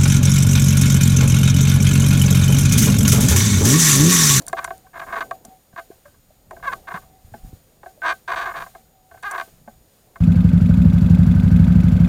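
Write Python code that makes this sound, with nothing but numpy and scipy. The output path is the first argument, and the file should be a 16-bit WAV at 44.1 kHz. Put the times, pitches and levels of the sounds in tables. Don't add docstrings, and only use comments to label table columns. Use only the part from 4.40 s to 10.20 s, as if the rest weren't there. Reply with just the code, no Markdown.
import sys
import numpy as np
from scipy import signal
from scipy.fft import rfft, irfft, next_fast_len
from scipy.io import wavfile
from scipy.ndimage import uniform_filter1d, map_coordinates

SR = 44100
rng = np.random.default_rng(int(sys.argv[2]) if len(sys.argv) > 2 else 0)


def dump(signal):
    limited = np.clip(np.atleast_2d(signal).T, -1, 1)
    pcm = np.round(limited * 32767).astype(np.int16)
    wavfile.write(sys.argv[1], SR, pcm)


def natural_amplitude(level_db):
    exponent = np.asarray(level_db, float) / 20
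    return 10 ** exponent


N = 255954


def unit(x):
    return x / np.sqrt(np.mean(x ** 2) + 1e-20)


def curves(rows):
    s, *columns = np.transpose(rows)
    return [np.interp(np.arange(N) / SR, s, column) for column in columns]


def wobble(rate_hz):
    knots = rng.standard_normal(int(N * rate_hz / SR) + 4)
    return map_coordinates(knots, [np.arange(N) * rate_hz / SR])


def filtered(x, response):
    m = next_fast_len(N + SR // 2)
    return irfft(rfft(x, m) * response(np.fft.rfftfreq(m, 1 / SR)), m)[:N]


def coloured(spectrum):
    f, db = np.transpose(spectrum)

    def response(hz):
        return natural_amplitude(np.interp(np.log(hz + 1), np.log(f + 1), db))

    return unit(filtered(rng.standard_normal(N), response))


def ring(x, modes):
    def response(f):
        total = 0
        for k, (centre, width, db) in enumerate(modes):
            mode = 1j * f * width / (centre * centre - f * f + 1j * f * width)
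            total = total + (-1) ** k * natural_amplitude(db) * mode
        return total

    impulse = np.arange(N) == 0
    return filtered(x, response) / np.linalg.norm(filtered(impulse, response))


def suppressor(events):
    shut_db, open_db, depth_db = -59.5, -29, 11.5
    opens_s, closes_s = 0.029, 0.056
    step = 128
    power = np.abs(uniform_filter1d(events ** 2, size=512))[::step]
    level_db = 10 * np.log10(power + 1e-12)
    wanted = np.clip((level_db - shut_db) / (open_db - shut_db), 0, 1)
    states, opening = [], 0.7
    for w in wanted:
        opening += (w - opening) * step / SR / (opens_s if w > opening else closes_s)
        states.append(opening)
    opening = np.interp(np.arange(N), step * np.arange(len(states)), states)
    return depth_db * (opening - 1)


# start_s, wind_level_db, water_level_db
AIR_LEVELS = [(0, -52.5, -48), (.5, -51, -57.5), (.78, -52, -44), (1.2, -54, -58), (1.5, -57, -57),
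              (1.9, -50.5, -60), (2.3, -50, -49.5), (2.75, -51.5, -58), (3.1, -50.5, -58.5),
              (3.45, -54.5, -57), (3.85, -53.5, -57), (4.05, -49.5, -72), (4.4, -52.5, -58),
              (4.9, -56, -58.5), (5.3, -52, -58), (5.8, -56.5, -55)]
# frequency_hz, density_db (per Hz)
WIND_SPECTRUM = [(12, -34.5), (20, -1), (113, -5), (152, -6), (197, -9), (300, -17.5), (390, -53.5),
                 (660, -120)]


def wind(gain_db):
    level_db, _ = curves(AIR_LEVELS)
    lumps = natural_amplitude(2.2 * wobble(9) + 1.3 * wobble(30))
    return natural_amplitude(level_db + 0.46 * gain_db) * unit(lumps * coloured(WIND_SPECTRUM))


# frequency_hz, density_db (per Hz)
WATER_SPECTRUM = [(120, -38), (200, -9.5), (474, -5), (531, -4), (613, -6.5), (754, -7), (833, -11),
                  (1100, -24), (1430, -52), (2420, -120)]


def water(gain_db):
    _, level_db = curves(AIR_LEVELS)
    return natural_amplitude(level_db + 0.6 * gain_db + 0.96 * wobble(16)) * coloured(WATER_SPECTRUM)


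# frequency_hz, density_db (per Hz)
HISS_SPECTRUM = [(530, -40), (900, -12.5), (1130, -7.5), (2470, -11.5), (4310, -10.5), (5600, -12),
                 (6600, -11.5), (7800, -12), (9200, -7.5), (10800, -13), (12400, -14), (14000, -7.5),
                 (16000, -18)]


def hiss(gain_db):
    return natural_amplitude(gain_db - 51.5 + 0.8 * wobble(6.1)) * coloured(HISS_SPECTRUM)


# pitch_hz, level_db (rms)
WHINE_TONES = [(6857, -62), (13714, -59)]


def whine(gain_db):
    t = np.arange(N) / SR
    tones = sum(natural_amplitude(db) * np.sqrt(2) * np.sin(2 * np.pi * hz * t) for hz, db in WHINE_TONES)
    return natural_amplitude(gain_db + 0.72 * wobble(3.2)) * tones


# start_s, envelope_peak_db, pitch_hz, cycles_to_peak (count)
BUMP_EVENTS = [(.004, -37.5, 290, 1.2), (1.053, -46, 230, 1.3), (1.081, -40, 222, 0.85),
               (1.338, -39.5, 151, 0.3), (1.503, -31, 394, 0.75), (1.653, -43, 580, 5.3),
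               (1.905, -48, 620, 2), (2.542, -30, 174.4, 0.96), (2.847, -37, 72, 0.27),
               (2.92, -37, 108, 0.73), (2.942, -39, 227, 1.5), (3.0, -49, 45.5, 0.31),
               (3.032, -31, 38.3, 0.44), (3.046, -34, 177, 0.42), (3.072, -36, 110, 0.51),
               (3.129, -33.5, 265, 0.45), (3.133, -30.5, 88.5, 0.37), (3.17, -51.5, 143, 0.44),
               (3.575, -46, 594, 2.2), (5.077, -43.5, 416, 0.64), (5.275, -40.5, 223, 1.7)]


def bumps():
    out, t = np.zeros(N + SR), np.arange(SR // 8) / SR
    for start_s, peak_db, hz, cycles in BUMP_EVENTS:
        u = t * hz / cycles
        envelope = natural_amplitude(peak_db) * u * np.exp(1 - u)
        out[round(start_s * SR):][:len(t)] += envelope * np.sin(2 * np.pi * hz * t)
    return out[:N]


def slips(rate_hz, jitter_db, scatter_db, grit, first_slip_db):
    pace, size, noise = rng.standard_normal((3, SR // 10))[:, :len(rate_hz)]
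    held_pace = pace[np.arange(len(rate_hz)) // 100]
    count = np.cumsum(rate_hz * natural_amplitude(jitter_db * held_pace)) / SR
    slip = np.diff(np.floor(count), prepend=-1) > 0
    size_db = np.where(count < 1, first_slip_db, scatter_db * size[count.astype(int)])
    return unit(unit(slip * natural_amplitude(size_db)) + grit * noise)


def add_burst(force, start_s, length_s, first_db, last_db, low_db, treble_db, line_db):
    n = max(round(length_s * SR), 40)
    envelope = natural_amplitude(np.linspace(first_db, last_db, n)) * np.sqrt(1 + 0.002 * SR / n)
    train = slips(np.full(n, 320.), jitter_db=2.5, scatter_db=1.5, grit=0.24, first_slip_db=-1)
    push = np.linalg.norm(envelope) / np.sqrt(n) * unit(envelope * train)
    sharp = np.std(push) * unit(push * np.abs(push) ** 0.6)
    levels = natural_amplitude([[low_db], [0], [treble_db], [low_db - 5.5], [line_db - 10]])
    force[:, round(start_s * SR):][:, :n] += levels * [push, push, sharp, push, push]


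# pitch_hz, width_hz, relative_level_db
LOW_MODES = [(366.6, 28, -11.5), (432, 32, -11), (560, 50, -11), (672.8, 21.6, 5), (828, 47, -6.5)]
MIDDLE_MODES = [(1007, 114, 4), (1123, 53, 9.5), (1236, 38.5, 3.5), (1328, 56, -3), (1598, 71, 7),
                (1876, 120, -5.5), (2112, 74, -1)]
HIGH_MODES = [(2392, 92, 9.5), (2880, 57, 0), (3056, 240, -0.5), (3785, 370, -2.5), (4520, 130, -0.5),
              (6170, 480, -11.5), (8040, 400, -12)]
# pitch_hz, width_hz, relative_level_db
LINE_TONES = [(755.4, 16, 0), (1539, 23, 0)]


def body_and_line(force):
    groups = [LOW_MODES, MIDDLE_MODES, HIGH_MODES, LINE_TONES[:1], LINE_TONES[1:]]
    low, middle, high, tone, upper_tone = [ring(f[:N], modes) for f, modes in zip(force, groups)]

    def soft(corner_hz):
        return lambda hz: 1 / (1 + 1.4j * hz / corner_hz - (hz / corner_hz) ** 2)

    return filtered(low + middle + tone + upper_tone, soft(corner_hz=2330)) + filtered(high, soft(corner_hz=9600))


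# (relative to middle, before a 10 dB cut)
JERK_EVENTS = [(.012, -50, -5, -2), (.0757, -40.5, -3, 15), (.1299, -17, 1, -17), (.2766, -29, -1.5, -2),
               (.306, -26.5, 1.5, 3.5), (.465, -52.5, -10, 3), (.9108, -19.5, -3.5, -9),
               (1.047, -52, 8.5, -9), (1.328, -59, 3, 7), (1.3619, -30.5, -12, -11), (1.509, -57.5, 8, 6),
               (1.655, -43.5, -19, -19), (1.678, -58, -6, 6), (1.741, -62.5, -4, 5),
               (2.1093, -30.5, 0, -11), (2.128, -55.5, 22.5, -1), (2.166, -47, 7, 14),
               (2.196, -51, -4, 1.5), (2.939, -49.5, 19, 20.5), (3.4322, -39, 6, 0),
               (3.4606, -42.5, 9.5, 14), (3.619, -38, 1, 24), (4.263, -37, -0.5, -13),
               (4.3503, -37.5, -0.5, -12), (4.7128, -48, 2.5, 12.5), (4.741, -56, 13.5, 17),
               (4.773, -49, -2, 11), (5.077, -60, 7.5, 0), (5.2765, -46, 13.5, 8.5),
               (5.7582, -33.5, -10, 0)]


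def jerks():
    force = np.zeros((5, N + SR))
    for start_s, first_db, low_db, line_db in JERK_EVENTS:
        hardness_db = first_db + 35
        last_db = first_db - 13 - 0.5467 * hardness_db
        treble_db = -23.5 + 0.25 * hardness_db
        add_burst(force, start_s, 0.009, first_db, last_db, low_db, treble_db, line_db)
    return force


# start_s, initial_level_db, t60_s
TICK_EVENTS = [(0.0198, -37, 0.021), (0.066, -31.5, 0.015), (0.0813, -24.5, 0.029), (0.099, -40, 0.017),
               (0.1286, -35.5, 0.019), (0.184, -44, 0.013), (0.243, -26.5, 0.038), (0.38, -33, 0.0022),
               (0.9097, -45, 0.02), (1.05, -32.5, 0.02), (2.109, -47, 0.018), (4.826, -45.5, 0.043),
               (4.9114, -29, 0.032)]
# pitch_hz, width_hz, relative_level_db
TACKLE_MODES = [(3200, 400, -17), (4550, 300, -3.5), (5860, 370, 0), (7620, 430, 2), (8750, 58, -13.5),
                (9130, 610, 4), (11450, 130, -44), (13400, 257, -24)]


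def tackle():
    out, t = np.zeros(N + SR), np.arange(SR // 20) / SR
    for start_s, level_db, t60_s in TICK_EVENTS:
        puff = natural_amplitude(level_db - 60 * t / t60_s) * rng.standard_normal(len(t))
        out[round(start_s * SR):][:len(t)] += puff
    return ring(out[:N], TACKLE_MODES)


# start_s, length_s, first_level_db and last_level_db (before the
# short-burst boost), treble_db (relative to middle)
RUN_EVENTS = [(0.089, 0.0086, -54.5, -40, -16), (0.168, .029, -30.5, -24, -13.5),
              (0.204, 0.032, -45, -35, -24), (0.2392, 0.0091, -65, -14.5, -14),
              (0.532, .014, -47, -36.5, -35), (0.5547, 0.027, -36.5, -32.5, -22),
              (0.5952, 0.0067, -30.5, -28.5, -12), (0.615, .028, -30, -37.5, -39),
              (0.664, 0.019, -41, -38, -32), (0.6847, 0.023, -30.5, -49, -37.5),
              (0.7017, 0.019, -34, -42, -34), (0.724, .022, -27.5, -25, -21.5),
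              (0.757, 0.029, -23.5, -27.5, -20), (0.786, 0.01, -27, -38, -14),
              (.807, .014, -19.5, -29.5, -14.5), (0.824, 0.0075, -22.5, -47, -18),
              (1.375, .021, -32, -31, -17.5), (2.2266, 0.03, -35.5, -30, -19),
              (2.3147, .021, -36, -20.5, -14.5), (2.472, 0.019, -37.5, -29, -17.5),
              (2.503, .02, -36, -27.5, -28), (2.54, .026, -29, -29.5, -19.5),
              (2.5724, 0.0081, -27.5, -39, -42), (2.62, 0.023, -52, -60.5, -18),
              (3.631, .027, -28, -20, -21.5), (3.661, 0.025, -18.5, -20, -14.5),
              (3.6909, 0.037, -19, -26.5, -10.5), (3.8776, 0.027, -27, -25, -14.5),
              (3.9018, .024, -31, -19.5, -15.5), (3.9317, 0.016, -29.5, -20.5, -18),
              (3.96, .043, -23.5, -26, -12), (4.0104, .04, -23, -31.5, -13),
              (4.056, 0.056, -24.5, -32.5, -18.5), (4.1133, .011, -29, -35.5, -44),
              (4.139, .024, -31, -31.5, -30), (4.16, 0.028, -27.5, -31, -13), (4.201, .0059, -29, -30, -15),
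              (4.209, 0.0075, -37, -30.5, -15), (4.2218, 0.0063, -25.5, -33, -13),
              (4.236, 0.0049, -33, -44, -17), (4.827, 0.011, -43.5, -28, -10.5),
              (4.909, 0.029, -29.5, -30, -43), (4.9432, .027, -24.5, -31, -22),
              (4.979, 0.015, -24.5, -32, -13), (4.9988, 0.0029, -26.5, -20, -13.5),
              (5.011, 0.016, -24, -46, -11.5)]


def runs():
    force = np.zeros((5, N + SR))
    for start_s, length_s, first_db, last_db, treble_db in RUN_EVENTS:
        hardness_db = max(first_db, last_db) + 25
        low_db = -9.5 - 0.24 * hardness_db
        line_db = -1 + 0.15 * hardness_db
        add_burst(force, start_s, length_s, first_db, last_db, low_db, treble_db, line_db)
    return force


# middle_s, drive_level_db (rms), spread_s
LINE_HUM_SWELLS = [(.34, -55, 0.02), (.45, -53, 0.014), (0.949, -43, 0.0086), (1.11, -53, 0.072),
                   (1.9, -63, 0.022), (2.37, -52, .03), (2.45, -52, 0.022), (2.7, -60.5, 0.16),
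                   (3.06, -57.5, 0.065), (3.498, -53.5, 0.0085), (4.359, -47.5, 0.02), (4.619, -62, 0.14),
                   (5.309, -68, 0.042)]


def line_hum():
    t = np.arange(N) / SR
    swell = sum(natural_amplitude(db) * np.exp(-np.abs((t - s) / spread) ** 1.9) for s, db, spread in LINE_HUM_SWELLS)
    return ring(swell * rng.standard_normal(N), LINE_TONES[:1])


# start_s, slip_rate_hz, drive_level_db (rms)
SQUEAK_PATHS = [
    [(2.254, 560, -36), (2.266, 575, -30), (2.278, 545, -22.5), (2.29, 505, -29), (2.312, 497, -37)],
    [(4.84, 372, -29), (4.858, 422, -28), (4.866, 410, -25), (4.878, 388, -28), (4.895, 410, -33),
     (4.908, 420, -34)],
]


def squeaks():
    force = np.zeros((5, N + SR))
    for rows in SQUEAK_PATHS:
        start, end = round(rows[0][0] * SR), round(rows[-1][0] * SR)
        rate_hz, level_db = [c[start:end] for c in curves(rows)]
        push = natural_amplitude(level_db) * slips(rate_hz, jitter_db=0.1, scatter_db=1, grit=0.06, first_slip_db=0)
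        sharp = push * natural_amplitude(0.99 * (level_db - level_db.max()))
        levels = natural_amplitude([[-13], [0], [-16], [-16], [-11]])
        force[:, start:end] += levels * [push, push, sharp, push, push]
    return force


def scene():
    drag = body_and_line(jerks() + runs() + squeaks())
    events = bumps() + drag + tackle()
    gain_db = suppressor(events)
    background = wind(gain_db) + water(gain_db) + hiss(gain_db) + whine(gain_db) + line_hum()
    return (events + background)[None]


def roll_off(x):
    return signal.sosfilt(signal.butter(12, 16520, fs=SR, output="sos"), x)


def record(dry):
    return roll_off(dry)


dry = scene()
out = record(dry)
dump(out)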